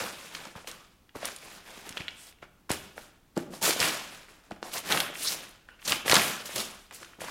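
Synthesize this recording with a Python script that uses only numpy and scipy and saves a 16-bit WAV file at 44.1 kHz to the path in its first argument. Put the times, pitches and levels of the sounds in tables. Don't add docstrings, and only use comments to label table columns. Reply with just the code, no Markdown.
import sys
import numpy as np
from scipy import signal
from scipy.fft import rfft, irfft
from scipy.io import wavfile
from scipy.ndimage import uniform_filter1d

SR = 44100
rng = np.random.default_rng(int(sys.argv[2]) if len(sys.argv) > 2 else 0)


def dump_mix(stems):
    frames = np.atleast_2d(stems).T
    limited = np.clip(frames, -1, 1)
    pcm = np.round(limited * 32767).astype(np.int16)
    wavfile.write(sys.argv[1], SR, pcm)


def voltage_ratio(decibels):
    exponent = np.asarray(decibels, float) / 20
    return 10 ** exponent


N = 321930

# freq_hz, level_db (per Hz)
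AIR_COLOUR = [(12, -38), (20, -4.5), (47, -9.5), (140, -16.5), (180, -16), (306, -18.5), (534, -27),
              (958, -26), (1160, -28.5), (1920, -32), (8640, -39.5), (15500, -40.5)]
AIR_DB = -62.5
# freq_hz, t60_s, tail_db
ROOM_DECAY = [(121, 1, -6), (350, 0.68, -6), (1000, 0.66, -5.5), (2500, 0.66, -4.5), (6000, 0.31, -10),
              (12000, 0.17, -7)]
BAND_CENTRES_HZ = 70 * 2 ** np.arange(0, 8, .5)

# start_s, peak_db
FLOOR_THUDS = [(0.563, -39.5), (1.161, -41.5), (1.908, -42.5), (2.007, -34), (2.428, -51), (2.709, -25.5),
               (4.522, -41), (5.914, -36), (6.108, -29.5), (3.815, -35), (7.215, -47)]
FLOOR_HZ, FLOOR_OCTAVES = 116, .85
# start_s, peak_db, pitch_hz, spread_octaves
SHOE_KNOCKS = [(.6462, -40, 616, 0.34), (1.1564, -32, 468, 0.38), (1.1622, -30.5, 287, 0.93),
               (1.2315, -26.5, 630, 0.2), (1.7781, -39, 350, 0.88), (1.9716, -30.5, 506, 0.69),
               (2.0127, -35.5, 433, 0.88), (2.4288, -34, 507, .69), (2.7047, -16, 490, 0.78),
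               (2.7183, -29, 900, .5), (2.724, -27, 420, 0.98), (2.9804, -28.5, 594, 0.5),
               (3.3707, -22, 387.3, 0.35), (3.3779, -18, 380, .45), (3.3812, -21, 420, .5),
               (7.243, -34, 450, .5), (5.327, -30, 700, .6), (3.376, -24, 185, .3), (6.17, -23, 175, .3),
               (3.5369, -33, 450, 0.83), (3.6791, -18, 535, 0.48), (3.6867, -32, 460, 0.3),
               (3.6944, -18.5, 425, 0.41), (3.7645, -24.5, 420, 0.9), (4.5132, -29.5, 666, .32),
               (4.5227, -34, 259, 0.37), (4.6291, -24.5, 510, 0.82), (5.1013, -29, 410, 0.93),
               (5.9272, -21, 590, 0.94), (6.0617, -28, 487, 0.97), (6.0809, -17, 650, .65),
               (6.0994, -22, 670, .3), (6.1325, -8, 520, 0.92), (6.4941, -30, 536, 0.78),
               (7.2189, -28.5, 620, 0.35)]

# start_s, length_s, centre_hz, spread_octaves, level_db
SINGING_HOLLOWS = [(2.165, 0.17, 8400, 0.37, -56), (3.39, .18, 300, .5, -49), (4.635, .09, 800, 1, -47),
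                   (5.245, 0.06, 4300, 0.6, -35), (6.3, .16, 1450, .4, -47), (6.595, .03, 4000, .5, -35),
                   (0.685, .2, 1240, .25, -58), (6.1, .1, 1060, 0.7, -33), (4.745, .06, 750, 1.3, -39),
                   (4.9, .11, 450, 1.3, -37), (6.2, .13, 11000, .6, -35), (6.49, .06, 1500, 2, -45),
                   (6.66, .2, 1000, 1.6, -55), (7, .05, 400, 1, -55), (5.85, .025, 5500, 1, -36),
                   (.5, .06, 6000, 1.2, -60), (.6, .06, 6000, 1.2, -60), (6.8, .09, 7000, 1.8, -63),
                   (5.79, .025, 2200, 1, -57), (1.245, .03, 650, .6, -44), (5.69, .1, 1450, .15, -61),
                   (5.69, .09, 2800, .12, -61)]
# start_s, length_s, centre_hz, spread_octaves, level_db
FOLD_RATTLES = [(.348, .011, 3600, 1.3, -36), (.362, .03, 3500, 1, -48), (.399, .008, 700, .8, -48),
                (.421, .01, 1300, .7, -47), (.452, .012, 1050, 1.2, -42), (.553, .009, 1100, 1.2, -46),
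                (.564, .009, 1200, 1.5, -48), (.576, .011, 700, 1.2, -46), (1.225, .012, 2200, 1.5, -42),
                (1.252, .012, 1300, 1, -40), (1.275, .01, 2500, 1.5, -43), (1.973, .009, 3200, 1.5, -39),
                (1.997, .008, 2600, 1.2, -43), (2.084, .012, 2600, 1, -44), (2.692, .009, 1300, 1.2, -38),
                (2.704, .026, 1800, 1.5, -33), (3.388, .018, 1300, 1.2, -46), (3.82, .07, 2000, 1.8, -33),
                (5.22, .03, 3800, .6, -38), (5.222, .07, 10000, .6, -36), (5.27, .03, 4700, .6, -26),
                (5.322, .03, 6000, 2.2, -35), (5.876, .008, 4100, .4, -27), (5.926, .008, 1500, 1, -29),
                (6.06, .2, 11000, .7, -34), (6.102, .008, 400, .8, -30), (6.14, .025, 900, 1, -27),
                (6.164, .006, 1450, .5, -22), (6.909, .008, 2700, .3, -48), (6.935, .03, 7500, .6, -51),
                (7.027, .008, 1400, 1, -44), (7, .065, 6500, 1.4, -53), (7.135, .014, 2700, .3, -58),
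                (7.205, .03, 8500, .7, -46), (7.24, .016, 1000, 1.3, -44), (7.28, .02, 1300, .8, -41),
                (4.89, .22, 11000, .6, -38), (3.41, .035, 330, .7, -44), (3.48, .05, 190, .7, -50)]

# start_s, peak_db, centre_hz
WIDE_CRACKS = [(.3505, -27, 2200), (.6739, -27, 3900), (1.231, -29, 1600), (1.2478, -24.5, 1750),
               (1.255, -16, 7200), (1.2871, -25, 2600), (1.8923, -28, 5240), (2.7052, -21.5, 1270),
               (3.3655, -35.5, 2500), (3.3763, -26, 4500), (3.6271, -12.5, 8400), (3.6547, -14, 4140),
               (3.8172, -15, 2010), (4.6284, -26, 2200), (4.7392, -22, 7100), (4.918, -17.5, 2230),
               (4.9233, -10.5, 2200), (5.0031, -10, 2600), (5.9212, -11, 2500), (6.0803, -13.5, 1770),
               (6.0975, -7.5, 2600), (6.1148, -5.5, 2660), (6.123, -5.5, 2160), (6.1419, -5.5, 4020),
               (6.1548, -6.5, 3110), (6.1662, -6.5, 1600), (6.5608, -19, 4930), (6.5805, -23, 4500),
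               (6.603, -23, 4270), (7.2185, -36, 1640),
               (.4535, -36, 4000), (1.2515, -29, 4500), (1.278, -31, 8000), (4.5095, -41, 3500),
               (.848, -47, 1990), (2, -38, 1800), (3.651, -12, 8000), (3.678, -21, 4030),
               (3.685, -22, 5000), (4.9746, -12.5, 2290), (5.0095, -24, 3000), (5.855, -33, 5000),
               (5.895, -21, 5000), (5.908, -20, 6000), (6.112, -18, 4030), (6.1458, -12, 2200),
               (6.1588, -12, 1300), (6.9103, -33, 1500), (6.926, -39, 4000), (7.047, -39, 2500),
               (1.532, -42, 1000), (1.6766, -42, 900)]
# start_s, peak_db, centre_hz
CREASE_CLICKS = [(.1378, -41, 1800), (1.189, -40, 800), (4.773, -26, 3000), (.4906, -51, 2180),
                 (.5785, -44, 1730), (.6454, -43, 1590), (.7145, -29.5, 4700), (1.363, -28, 6050),
                 (1.3867, -38, 5830), (1.7057, -42, 2760), (1.777, -45, 1950), (1.9263, -33, 3700),
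                 (2.3263, -47, 2500), (2.7162, -24, 3500), (2.9634, -55, 2060), (3.5363, -36, 1360),
                 (3.7077, -15, 2000), (4.5186, -34, 2200), (4.5624, -49, 1700), (4.7496, -44, 2530),
                 (4.7837, -41, 2360), (5.3213, -19, 4500), (5.4505, -38, 2580), (5.8196, -42, 2270),
                 (5.8268, -37, 1640), (6.173, -28, 2350), (6.3664, -30, 4600), (6.4807, -33, 5500),
                 (7.0299, -37, 1500), (7.2478, -32, 2500)]
# start_s, peak_db, centre_hz
CREASE_PINGS = [(.5547, -36.5, 1330), (1.0935, -45, 2320), (1.1532, -36, 1130), (1.9717, -22, 2250),
                (1.9775, -24.5, 2820), (2.0039, -34, 2250), (2.0077, -26, 2460), (2.019, -31, 2380),
                (2.0825, -19, 2550), (2.0881, -32, 2940), (2.387, -53, 2300), (2.428, -40, 2000),
                (2.7158, -15, 8500), (2.9796, -31.5, 1700), (3.371, -26.5, 900), (3.8025, -12.5, 4400),
                (4.2853, -43, 2100), (4.5124, -34.5, 1000), (4.9784, -23, 2550), (5.1552, -28.5, 2430),
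                (5.6892, -37.5, 1410), (5.8786, -20, 6500), (5.9286, -18, 2040), (6.4584, -31, 5500),
                (6.9138, -50, 2600), (7.1346, -43, 1600), (7.2067, -33, 1790), (7.2845, -31, 1350)]
# start_s, peak_db, centre_hz
EDGE_TICKS = [(4.7377, -24, 11300), (4.9223, -22, 10500), (5.0028, -17, 12500), (5.8955, -25, 11500),
              (5.907, -23, 11500), (6.0975, -21, 11000), (6.1145, -19, 9500), (6.1425, -17, 11500),
              (6.167, -20, 11000), (6.253, -27, 11500), (3.852, -22, 11500), (3.819, -22, 9500),
              (3.678, -21, 12000), (1.2555, -22, 11000), (7.031, -42, 5500), (3.3763, -32, 1500),
              (3.829, -16, 2000), (5.328, -25, 4300), (2.108, -40, 4800), (6.91, -44, 7000),
              (5.492, -38, 11000), (5.51, -46, 10700)]
CRACK_OCTAVES, CLICK_OCTAVES, PING_OCTAVES = 2.5, 1.6, 0.99
ECHO_S, ECHO_DB = .0036, -14.5

# freq_hz, level_db (per Hz)
SHEET_COLOUR = [(35, -48), (60, -21), (189, -2), (308, -3.5), (389, -4), (437, 1), (593, -2), (1110, -2),
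                (1580, -1.5), (11300, 4), (16000, -1.5)]
ZONE_CENTRES_HZ = [
    1700,
    400,
    4500,
    10000,
]
# level_db, brightness_share (ratio), fade_speed (ratio)
ZONE_ANSWERS = [
    (-0.5, -0.14, 1.02),
    (-7.5, -0.12, 0.99),
    (0.8, 0.48, 1.026),
    (.2, 0.73, 1.22),
]
# start_s, rise_s, hold_s, level_db, brightness_db
SETTLING_HEAPS = [(-.02, 0.011, .06, -40, -4), (.65, .035, .02, -51, -3), (1.28, 0.018, .01, -51.5, 1.5),
                  (1.83, 0.034, .005, -46.5, -7), (1.95, 0.021, 0.0037, -47.5, -8.5),
                  (2.07, .0083, .019, -61, -10), (2.72, .0085, .03, -49.5, 2),
                  (3.765, .045, .045, -30.5, -1), (4.1, 0.017, 0.041, -51.5, -5.5),
                  (4.27, .02, .04, -61, -5), (4.89, 0.015, 0.025, -30.5, -12),
                  (5.3, 0.0071, 0.0072, -42.5, -2.5), (5.68, 0.0067, .005, -61.5, -13),
                  (6.062, .05, 0.068, -28.5, -3), (6.26, 0.01, 0.0079, -45, 8.5),
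                  (6.45, 0.12, 0.022, -42, 3.5), (6.95, 0.036, .075, -56, -5)]
# start_s, rise_s, hold_s, level_db, brightness_db
SHEET_DRAGS = [(.15, 0.037, 0.094, -52.5, -1), (.3, 0.023, 0.15, -49.5, -8.5),
               (.55, 0.012, 0.011, -51.5, -7.5), (1.4, 0.02, 0.16, -52.5, -4.5),
               (1.63, 0.04, 0.14, -52, -5.5), (2.952, 0.02, 0.066, -57.5, 2.5), (3.355, .012, .029, -54, 1),
               (3.505, .035, .015, -53, 5), (3.614, .02, .065, -31, 5), (4.505, 0.0035, 0.0044, -56, -9),
               (4.62, 0.03, 0.12, -52, 0), (4.83, 0.041, 0.08, -38.5, -3), (4.96, .02, .017, -44, 4),
               (5.14, .089, .032, -43.5, 11.5), (5.24, .038, .019, -43, 14.5), (5.4, .03, 0.018, -52.5, -4),
               (5.85, 0.056, 0.013, -33.5, 0), (7.195, 0.013, .1, -45.5, -5.5)]
# start_s, rise_s, hold_s, level_db, brightness_db
SHORT_TUGS = [(-.02, .01, .03, -39, -4), (1.144, 0.011, 0.016, -52.5, -4),
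              (1.167, 0.081, 0.036, -43.5, -8.5), (2.125, 0.08, .09, -60, 7.5),
              (2.418, 0.0088, .005, -52.5, -19), (2.693, .004, .03, -38, -1), (6.576, 0.0033, .035, -41, 6),
              (6.453, 0.0034, .008, -47, 9), (6.557, .003, 0.0056, -38, 5.5),
              (5.874, 0.0034, 0.0063, -36.5, 7.5), (.671, .003, .006, -45, 1.5), (4.717, .02, .05, -42, 5),
              (5.83, .05, .013, -50, 9), (6.045, 0.015, 0.0088, -36.5, -14),
              (6.909, 0.0025, .012, -51.5, -19), (6.925, 0.014, 0.023, -59, 17),
              (1.3, 0.0053, 0.034, -67, -15), (4.43, 0.0083, 0.041, -65, -6), (5.79, .03, .02, -66, 8),
              (.33, 0.017, .02, -51, 1), (3.12, 0.022, 0.018, -69, -17)]
# start_s, hold_s, level_db
SHEET_FLAPS = [(-.01, .03, -40), (0.546, .012, -52), (1.146, 0.01, -53), (2.71, 0.012, -54),
               (2.96, 0.023, -53), (3.364, 0.025, -44), (3.456, .1, -49.5), (3.615, .065, -41),
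               (4.501, .012, -50.5), (4.62, 0.035, -51), (6.56, .05, -43.5), (7.184, .03, -50.5)]
HEAP_FADE_DB_S, DRAG_FADE_DB_S, TUG_FADE_DB_S, FLAP_FADE_DB_S = 87.5, 172, 378, 211
FLAP_RISE_S, RISE_DB = 0.0036, 15
CREEP = 7.3


def on_log(table, hz, column=1):
    rows = np.array(table)
    return np.interp(np.log(hz), np.log(rows[:, 0]), rows[:, column])


def band(x, hz, octaves):
    half = 2 ** (octaves / 2)
    edges = np.clip([hz / half, hz * half], 20, .46 * SR)
    return signal.sosfilt(signal.butter(2, edges, "band", fs=SR, output="sos"), x)


def unit(x):
    return x / np.sqrt(np.mean(x ** 2))


def burst(s, db, shape, out):
    size = abs(shape)
    start = max(int(s * SR) - np.argmax(size), 0)
    return np.pad(voltage_ratio(db) * shape / size.max(), (start, N))[:N] + out


def air():
    hz = np.maximum(np.arange(N // 2 + 1) * SR / N, 1)
    spectrum = rfft(rng.standard_normal(N)) * voltage_ratio(on_log(AIR_COLOUR, hz))
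    return voltage_ratio(AIR_DB) * unit(irfft(spectrum, N))


def room(x):
    t, tail = np.arange(SR) / SR, 0
    echoes = rng.standard_normal(SR) * (1 - np.exp(-t / 0.0041))
    for hz in BAND_CENTRES_HZ[::2] * 1.2:
        fade = voltage_ratio(-60 * t / on_log(ROOM_DECAY, hz))
        level = voltage_ratio(on_log(ROOM_DECAY, hz, column=2)) / np.sqrt(np.sum(fade ** 2))
        tail = tail + level * band(echoes, hz, octaves=0.76) * fade
    return x + signal.fftconvolve(x, tail)[:N]


def knocks():
    t, out = np.arange(1800) / SR, 0
    rows = SHOE_KNOCKS + [(s, db, FLOOR_HZ, FLOOR_OCTAVES) for s, db in FLOOR_THUDS]
    for s, db, hz, octaves in rows:
        scuff = rng.standard_normal(len(t)) * np.exp(-t / 0.0062)
        push = np.exp(-((t * hz - .4) / 0.066) ** 2) + voltage_ratio(-27) * scuff
        ring = band(push, hz, np.clip(2.08 * octaves, .3, 3))
        out = burst(s, db - .5, ring, out)
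    return out


def hollows():
    t, out = np.arange(SR // 4) / SR, np.zeros(N + SR)
    for s, length, hz, octaves, db in SINGING_HOLLOWS + FOLD_RATTLES:
        ring = unit(band(rng.standard_normal(len(t)), hz, np.clip(octaves, .1, 3)))
        swell = np.sin(np.pi * np.sqrt(np.clip(t / length, 0, 1)))
        start = int(s * SR)
        out[start:start + len(t)] += voltage_ratio(db) * swell * ring
    return out[:N]


def snaps():
    t, out = np.arange(900) / SR, 0
    kinds = [(WIDE_CRACKS, CRACK_OCTAVES, -12),
             (CREASE_CLICKS, CLICK_OCTAVES, -15),
             (CREASE_PINGS + EDGE_TICKS, PING_OCTAVES, -11)]
    for rows, octaves, rattle_db in kinds:
        envelope = voltage_ratio(-7) * np.exp(-t / .0006) + voltage_ratio(rattle_db) * np.exp(-t / 0.0035)
        for s, db, hz in rows:
            push = -1.4 * (t == 0) + rng.standard_normal(len(t)) * envelope
            push = push + voltage_ratio(ECHO_DB) * np.roll(push, int(ECHO_S * SR))
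            soften = signal.butter(1, min(2.5 * hz, .45 * SR), fs=SR)
            push = signal.lfilter(*soften, push)
            out = burst(s, db + 2.0, band(push, hz, octaves), out)
    return out


def creases(per_s, spread_db):
    hit = rng.random(N) < per_s / SR
    size = voltage_ratio(spread_db * np.minimum(rng.exponential(size=N), 4))
    return unit(hit * rng.standard_normal(N) * size)


def flicker(per_s):
    k = int(SR / per_s)
    held = np.repeat(rng.standard_normal(N // k + 1), k)
    return uniform_filter1d(held, k // 2)[:N]


def move(t, start, rise, hold, db, fade_db_s):
    early = np.maximum(1 - (t - start) / max(rise, .002), 0)
    late = np.maximum(t - start - rise - hold, 0)
    below = RISE_DB * (early + CREEP * np.maximum(early - 1, 0)) + fade_db_s * late
    return voltage_ratio(db - np.minimum(below, 200)) ** 2


def effort():
    t = np.arange(0, N / SR + .001, .001)
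    power = np.full((len(ZONE_ANSWERS), len(t)), 1e-10)
    kinds = [(SETTLING_HEAPS, HEAP_FADE_DB_S), (SHEET_DRAGS, DRAG_FADE_DB_S), (SHORT_TUGS, TUG_FADE_DB_S)]
    for rows, fade in kinds:
        for s, rise, hold, db, bright_db in rows:
            for zone, (zone_db, share, speed) in enumerate(ZONE_ANSWERS):
                power[zone] += move(t, s, rise, hold, db + zone_db + share * bright_db, fade * speed)
    for s, hold, db in SHEET_FLAPS:
        power[1] += move(t, s, FLAP_RISE_S, hold, db, FLAP_FADE_DB_S)
    return np.array([np.interp(np.arange(N) / SR, t, 10 * np.log10(p)) for p in power])


def sheet_db(hz):
    return on_log(SHEET_COLOUR, hz) + 10 * np.log10(hz)


def paper():
    zones = effort()
    order = np.argsort(ZONE_CENTRES_HZ)
    rank = np.argsort(order)
    zone_colour = sheet_db(np.array(ZONE_CENTRES_HZ))
    wide, out = creases(per_s=900., spread_db=2.8), 0
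    jerks = flicker(per_s=90.)
    for hz in BAND_CENTRES_HZ:
        place = np.interp(np.log(hz), np.log(ZONE_CENTRES_HZ)[order], np.arange(len(order)))
        weight = np.maximum(1 - abs(place - rank), 0)
        db = weight @ zones + sheet_db(hz) - weight @ zone_colour
        db = db + .8 * jerks + 1.2 * flicker(per_s=50.)
        small = creases(per_s=.3 * hz, spread_db=2.2)
        fibres = rng.standard_normal(N)
        grains = voltage_ratio(-3) * wide + voltage_ratio(-4) * small + voltage_ratio(-5) * fibres
        out = out + voltage_ratio(db) * unit(band(grains, hz, octaves=0.59))
    return voltage_ratio(-3) * out


def scene():
    dull = signal.butter(2, 13100., fs=SR, output="sos")
    close = signal.sosfilt(dull, knocks() + hollows() + snaps() + paper())
    return (room(close) + air())[None]


def band_limit(x):
    return signal.sosfilt(signal.butter(12, 16740, fs=SR, output="sos"), x)


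def record(dry):
    rounded = np.tanh(1.387 * dry) / 1.411
    top = signal.ellip(8, .2, 60, 15900, fs=SR, output="sos")
    mix = signal.sosfilt(top, rounded)
    return band_limit(mix)


dry = scene()
out = record(dry)
dump_mix(out)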